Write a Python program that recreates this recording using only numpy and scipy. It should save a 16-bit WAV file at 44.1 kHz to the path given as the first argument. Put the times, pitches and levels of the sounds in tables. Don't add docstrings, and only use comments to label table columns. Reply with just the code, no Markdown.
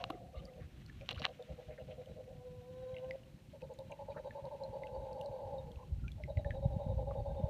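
import sys
import numpy as np
from scipy import signal
from scipy.fft import rfft, irfft
from scipy.io import wavfile
from scipy.ndimage import uniform_filter1d

SR = 44100
rng = np.random.default_rng(int(sys.argv[2]) if len(sys.argv) > 2 else 0)


def file_out(sig):
    cols = np.atleast_2d(sig).T
    lim = np.clip(cols, -1, 1)
    pcm = np.round(lim * 32767).astype(np.int16)
    wavfile.write(sys.argv[1], SR, pcm)


def invert_db(level):
    return 10 ** (np.asarray(level, dtype=float) / 20)


N = 330705
TIME = np.arange(N) / SR

# (start [s], stretch of a throb [s per s], grain [dB])
ROARS = [
    (0.0, 0.1, 1.5),
    (1.001, 0.033, 1.2),
    (3.502, 0.031, 1.5),
    (6.147, 0.051, 1.9),
]
# (time [s], throat level [dB], throat pitch [Hz])
THROBS = [
    [(0.206, -53, 528), (0.335, -55.5, 518), (0.418, -59, 516), (0.553, -70, 521)],
    [(1.012, -55, 545), (1.105, -52.5, 520), (1.196, -54, 505), (1.282, -51.5, 507), (1.393, -52.5, 505),
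     (1.489, -53, 520), (1.582, -51.5, 505), (1.686, -53, 505), (1.784, -52, 510), (1.883, -52, 515),
     (1.978, -50.5, 508), (2.07, -53, 510), (2.166, -52.5, 507), (2.278, -55, 515)],
    [(3.535, -50.5, 559), (3.62, -47.5, 513), (3.698, -49, 517), (3.789, -50.5, 538), (3.9, -48, 571),
     (3.991, -48.5, 557), (4.082, -44, 564), (4.162, -44.5, 539), (4.245, -43.5, 538), (4.352, -44, 553),
     (4.44, -47.5, 551), (4.509, -46, 562), (4.604, -44.5, 561), (4.64, -47.5, 536), (4.725, -45.3, 546),
     (4.818, -48.5, 539), (4.931, -45.5, 526), (5.036, -55, 532), (5.155, -49, 531), (5.23, -52, 558),
     (5.339, -47, 541), (5.429, -49, 542), (5.521, -47, 546), (5.659, -58, 497), (5.78, -61.5, 490)],
    [(6.184, -52, 601), (6.28, -43.5, 575), (6.37, -45.5, 577), (6.451, -44.5, 561), (6.537, -47.5, 542),
     (6.621, -47, 556), (6.709, -47.5, 547), (6.794, -47.5, 573), (6.883, -48, 536), (6.98, -46, 533),
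     (7.066, -46, 554), (7.152, -45.5, 544), (7.252, -44, 553), (7.351, -43.5, 546), (7.43, -46, 578)],
]
# (time [s], level [dB], mouth pitch [Hz], mouth opening over throat [dB])
HELD = [
    [(0.0, -53, 760, -35), (0.2, -72, 767, -37), (0.42, -63, 782, -23), (0.6, -56.5, 753, -14),
     (0.63, -89, 750, -29)],
    [(1.3, -90, 748, -7), (1.4, -120, 755.8, -12.5), (1.9, -61, 748, -13), (2.3, -75, 762, -17),
     (2.36, -93, 778, -12)],
    [(3.55, -99, 869, -16.5), (4.0, -67, 876, -3), (4.18, -71, 878, -12), (4.4, -64, 876, -4.5),
     (4.8, -50, 859.4, -8.5), (5.1, -47.5, 853, -7), (5.58, -48, 838.4, -7.5), (5.63, -54.5, 846, -7.5),
     (5.8, -81, 838, -2.5)],
    [(6.2, -67, 840, -12.5), (6.4, -57.5, 805, -11.5), (6.7, -54, 811.5, -6), (6.9, -49, 829, -7.5),
     (7.2, -59, 819, -7), (7.5, -46, 862, -9.5)],
]
# (time [s], level [dB])
RIPPLE = [
    (0, -63.5),
    (.2, -75.5),
    (1.0, -69.5),
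    (1.3, -69.5),
    (2.0, -73),
    (2.4, -75.5),
    (3.0, -73),
    (3.4, -75),
    (4.3, -74.5),
    (7.5, -76),
]
LONGEST_THROB_S = 0.12


def rms_one(x):
    return x / np.sqrt(np.mean(np.abs(x) ** 2) + 1e-20)


def in_time(rows):
    s, *columns = np.transpose(rows)
    return [np.interp(TIME, s, c) for c in columns]


def inside(rows):
    from_start = TIME - rows[0][0] + 0.038
    to_end = rows[-1][0] - TIME
    return np.clip(np.minimum(from_start, to_end) / 0.0042, 0, 1)


def smooth(x, hz):
    r = np.exp(-2 * np.pi * hz / SR)
    return signal.lfilter([(1 - r) ** 2], [1, -2 * r, r * r], x)


def drift(hz):
    return rms_one(smooth(rng.standard_normal(N + SR), hz)[SR:])


def coloured(points):
    hz, db = np.transpose(points)
    bins = np.maximum(np.arange(N // 2 + 1) * SR / N, 1)
    gain = invert_db(np.interp(np.log(bins), np.log(hz), db, left=-90, right=-90))
    return rms_one(irfft(rfft(rng.standard_normal(N)) * gain, N))


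def rasp(hz, width_hz, wander):
    z = drift(width_hz * 1.22) + 1j * drift(width_hz * 0.8)
    z = z * (np.abs(z) + 0.39) ** (wander - 1)
    z = smooth(smooth(z, width_hz * 5.8), width_hz * 5.8)
    carrier = np.exp(2j * np.pi * np.cumsum(hz + 0 * TIME) / SR)
    return np.sqrt(2) * np.real(rms_one(z) * carrier)


def ring(clicks, hz, t60):
    r = invert_db(-60 / (t60 * SR))
    w = 2 * np.pi * hz / SR
    return signal.lfilter([0, np.sin(w)], [1, -2 * r * np.cos(w), r * r], clicks + 1e-18)


def breath():
    first_throb_s = 0.02
    catch_depth, catch_lead_s, catch_s = 0.72, 0.017, 0.011
    closes_at_s, closing_s = 1.77, 0.79
    power = sum(invert_db(2 * in_time(call)[0]) * inside(call) for call in HELD)
    for (start, stretch, _), throbs in zip(ROARS, THROBS):
        for s, db, _ in throbs:
            length = min(first_throb_s + stretch * (s - start), LONGEST_THROB_S)
            rise = np.clip((TIME - s + 0.0052) / 0.0092, 0, 1) ** 2
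            fall = np.exp(-np.maximum(TIME - s - 0.62 * length, 0) ** 2 / 0.016 ** 2)
            separate = np.clip((start + closes_at_s - s) / closing_s, 0, 1)
            choke = np.exp(-((TIME - s + catch_lead_s) / catch_s) ** 2)
            power = power * (1 - catch_depth * separate * choke) + invert_db(2 * db) * rise * fall
    return power


def roar():
    # (whistle pitch [Hz], its downward slide [Hz per s], whistle level [dB],
    # level of the throat's twin [dB], nose level [dB], whistle fade [dB per s]), levels re throat
    head = [
        (3820, 1.25, -34, -10, -43, 2),
        (3900, 1.43, -30, -4, -44, 2),
        (3920, 66, -28, -11.5, -31.5, 5.5),
        (3880, 160, -21.5, -8.5, -36, 9),
    ]
    # (frequency [Hz], width [Hz], level re throat or mouth [dB])
    with_throat = [(472, 70, -15.5)]
    with_mouth = [(1003, 55, -18), (730, 14, -37)]
    nose = [(1570, 33, -5.5), (4500, 130, -7)]
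    power = breath()
    which = np.maximum(np.searchsorted(np.array(ROARS)[:, 0], TIME) - 1, 0)
    start, _, grain_db = np.array(ROARS)[which].T
    whistle_hz, slide, whistle_db, twin_db, nose_db, fade_db = np.array(head)[which].T
    age = TIME - start

    onsets, _, throb_hz = np.concatenate(THROBS).T
    last = np.maximum(np.searchsorted(onsets, TIME + 0.0101) - 1, 0)
    since = np.clip(TIME - onsets[last], 0, LONGEST_THROB_S / 2)
    throat_hz = throb_hz[last] - 170 * (since - .025)
    throat_hz += 3.957 * drift(4.99)
    throat = rasp(throat_hz, 27, wander=.3)
    throat += invert_db(twin_db) * rasp(615, 24.6, wander=0.95)
    for hz, width, db in with_throat:
        throat += invert_db(db) * rasp(hz, width, wander=0.29)
    for hz, width, db in nose:
        throat += invert_db(db + nose_db + 3.7 * drift(24.0)) * rasp(hz, width, wander=0.48)

    _, mouth_hz, mouth_db = in_time(sum(HELD, []))
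    mouth = rasp(mouth_hz, 57, wander=.45)
    for hz, width, db in with_mouth:
        mouth += invert_db(db) * rasp(hz, width, wander=0.34)

    whistle = rasp(whistle_hz - slide * age, 110, wander=0.86)
    whistle *= invert_db(whistle_db - fade_db * age + 2.1 * drift(5.8))
    late = np.interp(TIME - .012, TIME, power) * np.clip(age / 0.11 - .6, 0, 1)
    grain = rms_one(invert_db(grain_db * drift(60)))
    voice = np.sqrt(power) * grain * (throat + invert_db(mouth_db) * mouth)
    return voice + np.sqrt(np.minimum(late, power)) * whistle


def far_roar():
    # (time [s], pitch [Hz], level [dB])
    last_breath = [
        (0, 693, -47),
        (.1, 700, -58.5),
        (.2, 700, -59.5),
        (.3, 730, -66),
        (.4, 737, -69.5),
        (.6, 733, -71),
        (.64, 754, -78),
    ]
    hz, db = in_time(last_breath)
    return inside(last_breath) * invert_db(db) * rasp(hz, 48.0, wander=0.73)


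def forest(x):
    t = TIME[:2 * SR]
    trunks, bank = invert_db(-60 * t / 1.34), invert_db(6.5 - 60 * t / 0.84)
    tail = rng.standard_normal(2 * SR) * (trunks + bank) * (t > .015) * (1 - np.exp(-t / 0.044))
    return invert_db(-12.5) * signal.fftconvolve(x, tail / np.sqrt(np.sum(tail ** 2)))[:N]


def wind():
    # (time [s], level [dB])
    gusts = [(0.0, -54.5), (0.45, -53.5), (1.2, -50.5), (1.38, -62.5), (1.52, -53), (2.2, -54), (3.3, -56),
             (4.3, -55), (4.92, -53), (5.0, -47.5), (5.15, -55), (5.76, -48.5), (5.84, -55.5),
             (5.97, -41.5), (6.16, -47.5), (6.6, -44.5), (6.78, -42.5), (7.5, -45.5)]
    # (frequency [Hz], density [dB per Hz])
    wind_colour = [(12, -74), (20, -17.5), (48, -0.5), (81, -2), (150, 0.5), (211, -7.5), (300, -14.5),
                   (390, -17), (660, -120)]
    rush_colour = [(150, -1.5), (260, -7.5), (400, -12.5), (700, -16), (1100, -21.5), (1600, -57)]
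    # (time [s], peak [dB], frequency [Hz], length [cycles])
    slaps = [(0.377, -35.5, 61.4, 1.2), (0.655, -42.5, 74, 1.5), (1.181, -42, 89, 1.8),
             (1.221, -41, 200, 1.5), (1.512, -44.5, 68, 1.6), (2.589, -41.5, 98.5, 1.9),
             (2.936, -39.5, 109, 1.14), (3.67, -46, 95, 0.87), (4.101, -45, 78.6, 1.3),
             (4.994, -37, 64.2, 0.72), (5.771, -34.5, 69.9, 0.98), (5.931, -31.5, 66.9, 1.75),
             (6.011, -35.5, 69.96, 2.4), (6.249, -45, 97.3, 4.2), (6.378, -22, 83.2, 1.12),
             (6.462, -26, 83.2, 0.78), (6.66, -18.5, 108.5, 1), (6.768, -26.5, 138, 1.2),
             (6.867, -25.5, 112.7, 0.62), (6.974, -25, 78.9, 0.96), (7.11, -37, 108.9, 1.3),
             (7.219, -30.5, 78.4, 1.1), (7.4, -36, 190.3, 1.38), (7.442, -22, 96.2, 0.8)]
    turbulence = coloured(wind_colour) * invert_db(3.5 * drift(12.0))
    out = coloured(rush_colour) * invert_db(-69.5 + 0.1 * (in_time(RIPPLE)[0] + 73.5))
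    gust_db = in_time(gusts)[0] + 53
    deep_db, flutter_db = -58 + 1.78 * gust_db, -59 + 0.45 * gust_db
    for side, db in (("low", deep_db), ("high", flutter_db)):
        part = signal.sosfiltfilt(signal.butter(2, 90, side, fs=SR, output="sos"), turbulence)
        out += invert_db(db) * part / np.sqrt(uniform_filter1d(part ** 2, SR // 4))
    for s, db, hz, cycles in slaps:
        t = TIME - s
        out += invert_db(db) * np.exp(-(t * hz * 2 / cycles) ** 2) * np.cos(2 * np.pi * hz * t - .8)
    return signal.sosfilt(signal.butter(2, 42, "high", fs=SR, output="sos"), out)


def river():
    # (frequency [Hz], density [dB per Hz])
    ripple_colour = [(530, -33), (900, -21), (967, -17), (1050, -0.5), (1190, 0.5), (1400, 2.5), (2630, 4),
                     (2890, 4.5), (3880, -1.5), (4730, -10.5), (6000, -8.5), (7800, -19), (13200, -120)]
    wash = coloured(ripple_colour) * invert_db(1.74 * drift(35.0) + 0.11 * drift(49.0))
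    born = (rng.random(N) < 120 / SR) * rng.standard_normal(N)
    dealt = rng.integers(0, 12, N)
    pitches = enumerate(np.geomspace(1300, 4500, 12))
    bubbles = sum(ring(born * (dealt == k), hz, 41.0 / hz) for k, hz in pitches)
    return invert_db(in_time(RIPPLE)[0]) * (wash + invert_db(-12.5) * rms_one(bubbles))


def fitting():
    # (time [s], peak [dB], hollow [dB], snap [dB])
    knocks = [(0.04, -21, 2.5, -32), (0.1012, -41.5, 19, 3), (0.104, -32.5, 13.5, -6), (0.109, -46, 11, -2),
              (1.09, -17.5, -7.5, -31), (1.095, -31, -17, -24), (1.1028, -41, -20, -24),
              (1.106, -38, -22, -24), (1.1092, -24, -21, -20), (1.1133, -26, -3, -12),
              (1.121, -48, -15, -24), (1.148, -45, -20, -8), (1.1605, -43, -20, -6), (1.175, -42, -20, -12),
              (1.1927, -42, -20, -4), (1.197, -48, -20, -11), (1.2187, -27.5, 0, -28),
              (1.2258, -30, -27, -26), (1.2315, -40, -20, -8), (1.241, -30, -27, -30),
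              (1.2465, -28, 4, -24), (1.252, -11.5, -3.5, -30), (1.2595, -46, 1, -20),
              (1.2639, -29, 7.5, -30)]
    # (start [s], length [s], level [dB])
    rubs = [
        (0.0, 0.021, -67),
        (0.12, 0.054, -81),
        (1.085, 0.045, -58.5),
        (1.146, 0.065, -67.5),
        (1.216, 0.053, -60),
        (1.27, 0.027, -70),
    ]
    # (frequency [Hz], level [dB], time to fall 60 dB [s])
    shell = [(1780, -6, 0.0067), (2130, -1, 0.0029), (2790, 3, 0.0087), (3150, 4.5, 0.0037),
             (4070, 1.5, 0.0054), (5700, -9.5, 0.0058), (6270, -5.5, 0.0014)]
    hollow = [(580, -11, 0.017), (760, -10, 0.03), (1140, -4, 0.011)]
    s, db, hollow_db, snap_db = np.transpose(knocks)
    at = np.round(s * SR).astype(int)
    chance = rng.normal(0, 1, (len(s), len(shell + hollow)))
    rub = sum(invert_db(level_db) * (TIME > t0) * (TIME < t0 + length) for t0, length, level_db in rubs)
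    out = np.zeros(N)
    for k, (hz, mode_db, t60) in enumerate(shell + hollow):
        grains = (rng.random(N) < 500 / SR) * rng.standard_normal(N)
        clicks = rub * grains * invert_db(0.98 * rng.standard_normal(N))
        clicks[at] += invert_db(db - 15 + chance[:, k] + (hollow_db if k >= len(shell) else 0))
        out += invert_db(mode_db) * ring(clicks, hz, t60) * (-1) ** k
    snap = rng.standard_normal((len(s), 40)) * np.hanning(40)
    out[at[:, None] + np.arange(40) - 10] += invert_db(db + snap_db - 11.5)[:, None] * np.diff(snap, prepend=0)
    dull = signal.sosfilt(signal.butter(3, 6000, fs=SR, output="sos"), out)
    return dull + invert_db(1.0) * smooth(out, 11400)


def splashes():
    # (start [s], length [s], frequency [Hz], level [dB])
    gurgles = [(0.002, .02, 990, -57), (.113, .02, 1260, -64), (.134, .015, 2020, -68),
               (.151, .03, 1150, -68), (0.344, 0.06, 1180, -63), (.353, .045, 2850, -68),
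               (.357, .045, 3700, -70), (.364, .025, 2130, -68), (.368, .02, 4250, -71),
               (.391, .012, 3100, -65), (0.456, 0.034, 1214, -70), (.479, .02, 2000, -69),
               (0.617, .015, 1150, -69), (1.112, .008, 740, -51), (1.797, 0.022, 2820, -68),
               (2.944, .004, 2150, -61), (2.966, 0.0058, 2130, -53), (3.918, 0.0053, 2410, -55.5),
               (4.118, 0.012, 2400, -66), (5.771, 0.066, 996, -61)]
    broad = [
        (.101, 0.01, 347, -42.5),
        (.122, .035, 393, -50.5),
        (0.6, 0.054, 1850, -68.5),
        (1.24, 0.014, 2000, -41.5),
        (1.706, 0.038, 2130, -65),
        (1.778, 0.0082, 1610, -57),
        (1.907, 0.016, 2695, -60.5),
        (2.014, 0.0038, 2150, -64),
        (4.142, 0.037, 1120, -62),
        (4.166, 0.024, 1526, -56),
    ]
    risers = [
        (1.161, 0.0086, 1060, -55),
        (6.04, 0.055, 1380, -63),
    ]
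    kinds = ((gurgles, 0.092, 0.006, .1), (broad, 0.36, 0.0057, .1), (risers, .04, .26, 8))
    out = np.zeros(N)
    for rows, width, climb, fade_db in kinds:
        for s, length, hz, db in rows:
            t = TIME[:round((length + .01) * SR)]
            noise = rng.standard_normal(SR // 8) + 1j * rng.standard_normal(SR // 8)
            cluster = smooth(smooth(noise, width * hz), width * hz)[-len(t):]
            pitch = hz * (1 + climb * np.minimum(t / length, 1) ** 3)
            glide = np.exp(2j * np.pi * np.cumsum(pitch) / SR)
            shape = np.clip(np.minimum(t / 0.00098, (t[-1] - t) / 0.012), 0, 1)
            shape = shape * invert_db(-fade_db * t / length)
            out[round(s * SR):][:len(t)] += invert_db(db + 1.5) * shape * np.real(rms_one(cluster) * glide)
    return out


def drips():
    # (time [s], peak [dB], ring [Hz], time to fall 60 dB [s], bend [share of pitch])
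    trapped = [(0.8974, -47.5, 1750, 0.03, -0.0088), (1.0114, -46, 2360, 0.017, 0.027),
               (3.1094, -34, 2060, 0.019, -0.062), (3.92, -48.5, 2752, 0.033, -0.019),
               (4.308, -44.5, 1764, 0.031, -0.015), (4.6358, -48, 4067, 0.042, 0.05),
               (4.8349, -43.5, 2040, 0.034, 0.05), (5.5827, -57, 3750, 0.093, -0.024),
               (6.0807, -43.5, 2444, 0.03, -0.071), (6.237, -40.5, 2114, 0.026, -0.073),
               (6.372, -41.5, 2094, 0.025, -0.11), (6.4466, -45, 1735, 0.048, 0.074),
               (6.507, -36, 1855, 0.023, -0.13), (6.514, -51, 1684, 0.066, 0.052),
               (7.1103, -45.5, 1160, 0.047, -0.16)]
    # (time [s], peak [dB], ring [Hz], spray over the ring [dB])
    ticks = [(0.4535, -47.5, 4600, -26), (0.5367, -58, 2700, -22), (0.8626, -51, 4250, -21),
             (1.061, -52, 2875, -27), (1.4246, -49.5, 3560, -23), (2.059, -52.5, 3000, -19),
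             (3.619, -48, 2550, -27), (3.7886, -48, 3740, -16), (3.738, -58.5, 6800, -20),
             (3.916, -57, 6360, -15), (4.454, -53, 3910, -26), (4.87, -45.5, 2650, -27),
             (5.13, -53.5, 4400, -18), (5.2122, -43, 2853, -17.5), (5.26, -47.5, 4080, -29),
             (5.717, -52, 3242, -19), (5.7585, -52.5, 2583, -28), (6.118, -48, 3400, -19)]
    # (time [s], peak [dB], ring [Hz])
    bursts = [(1.1457, -44, 2760), (1.146, -54, 3700), (1.1583, -42, 2950), (1.174, -58, 3000),
              (1.1782, -40, 1430), (1.182, -45, 2330), (1.1825, -49, 3970), (1.187, -43, 1400),
              (1.1905, -47, 4200), (1.196, -42, 4550), (1.197, -46, 3900), (1.1975, -48, 5530),
              (1.198, -59, 6660), (1.205, -52, 2420), (1.223, -52, 1920), (1.231, -45, 4000),
              (1.2376, -38, 1880), (1.243, -44, 2720), (1.248, -29, 1610), (1.255, -39, 3900),
              (1.287, -55, 4200), (2.943, -50, 3150), (2.966, -39.5, 2700), (2.984, -45, 2850),
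              (3.045, -54, 2870), (3.2346, -55, 2860)]
    out, t = np.zeros(N + SR), TIME[:SR // 8]
    drops = [(s, db, hz, t60, -36, .6, bend) for s, db, hz, t60, bend in trapped]
    drops += [(s, db, hz, .014, spray_db, .6, -.02) for s, db, hz, spray_db in ticks]
    drops += [(s, db + 1.5, hz, .011, -60, 0, .02) for s, db, hz in bursts]
    fizz = smooth(np.diff(rng.standard_normal(len(t) + 2), 2), 5000)
    fizz = 3.6 * fizz * np.exp(-t / 0.0027)
    chances = rng.uniform(0, 1, (len(drops), 2))
    for (s, db, hz, t60, spray_db, hard, bend), (above, beside) in zip(drops, chances):
        sinking = t + 0.00022 * hard * (1 - np.exp(-t / 0.0003)) + bend * t ** 2 / t60
        bubble = np.sin(2 * np.pi * hz * sinking)
        bubble += 0.04 * np.sin(2 * np.pi * hz * (.95 - 0.11 * beside) * sinking)
        bubble *= invert_db(-60 * t / t60) * (1 - np.exp(-t * (1 + 2.3 * hard) / 0.00044))
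        impact = np.sin(2 * np.pi * (1.6 + 0.89 * above) * hz * t) * t / 0.00049 * np.exp(-t / 0.00072)
        out[round(s * SR):][:len(t)] += invert_db(db) * (bubble + 0.35 * hard * impact + invert_db(spray_db) * fizz)
    hull = rng.standard_normal(len(t)) * np.exp(-t / 0.023) * (t > .003)
    hull /= np.sqrt(np.sum(hull ** 2))
    return out[:N] + invert_db(-15) * signal.fftconvolve(out, hull)[:N]


def hoot():
    # (time [s], pitch [Hz], level [dB])
    call = [
        (2.299, 495.4, -62),
        (2.48, 500, -54),
        (2.6, 497, -59),
        (2.64, 490, -58),
        (2.703, 508, -52.5),
        (2.95, 515.4, -47),
        (3.0, 503.6, -51),
        (3.03, 513, -47),
        (3.13, 522, -47.5),
        (3.161, 550, -46.5),
    ]
    octave_db, third_db, half_line_db = -22.5, -30, -67.5
    hz, level_db = in_time(call)
    locked = np.clip(np.minimum(TIME - call[0][0], call[-1][0] - TIME) / 0.068, 0, 1)
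    bright_db = level_db - 32 * (1 - locked)
    quarter_db = -89 + 27.5 * np.clip((TIME - 2.85) / 0.11, 0, 1)
    hz = hz * (1 + 0.00507 * drift(25.2))
    phase = 2 * np.pi * np.cumsum(hz) / SR
    clear = [(1, level_db), (2, bright_db + octave_db),
             (3, bright_db + third_db + .6 * np.minimum(level_db + 51, 0))]
    broken = [(1.5, half_line_db), (1.25, quarter_db), (1.75, quarter_db - 10.0), (0.65, quarter_db - 13),
              (1, level_db - 11), (2, bright_db + octave_db - 4), (7.5, bright_db + third_db - 1)]
    out = sum(invert_db(db + 3 + 1.6 * drift(22.0)) * np.sin(k * phase) for k, db in clear)
    bead_hz = 16.0 + 3.1 * np.sin(9.0 * TIME)
    beads = np.sin(2 * np.pi * np.cumsum(bead_hz) / SR)
    out += sum(invert_db(db - 2.5 + 4 * beads) * rasp(k * hz, 15.0, wander=1) for k, db in broken)
    return inside(call) * out


def scene():
    roars = roar() + far_roar()
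    clear = hoot()
    voices = roars + clear + forest(roars + invert_db(-1.5) * clear)
    boat = wind() + river() + fitting() + splashes() + drips()
    return (voices + boat)[None]


def band_limit(x):
    return signal.sosfilt(signal.butter(12, 15300, fs=SR, output="sos"), x)


def record(dry):
    # (frequency [Hz], density [dB per Hz])
    hiss_colour = [(2350, -52), (4000, 0), (4850, -7.5), (9900, -10), (10450, -17), (11000, -11.5),
                   (14600, -13), (15400, -14)]
    close = signal.sosfilt(signal.cheby2(10, 60, 15600, fs=SR, output="sos"), dry)
    mix = close + invert_db(-79) * coloured(hiss_colour)
    return band_limit(mix)


dry = scene()
out = record(dry)
file_out(out)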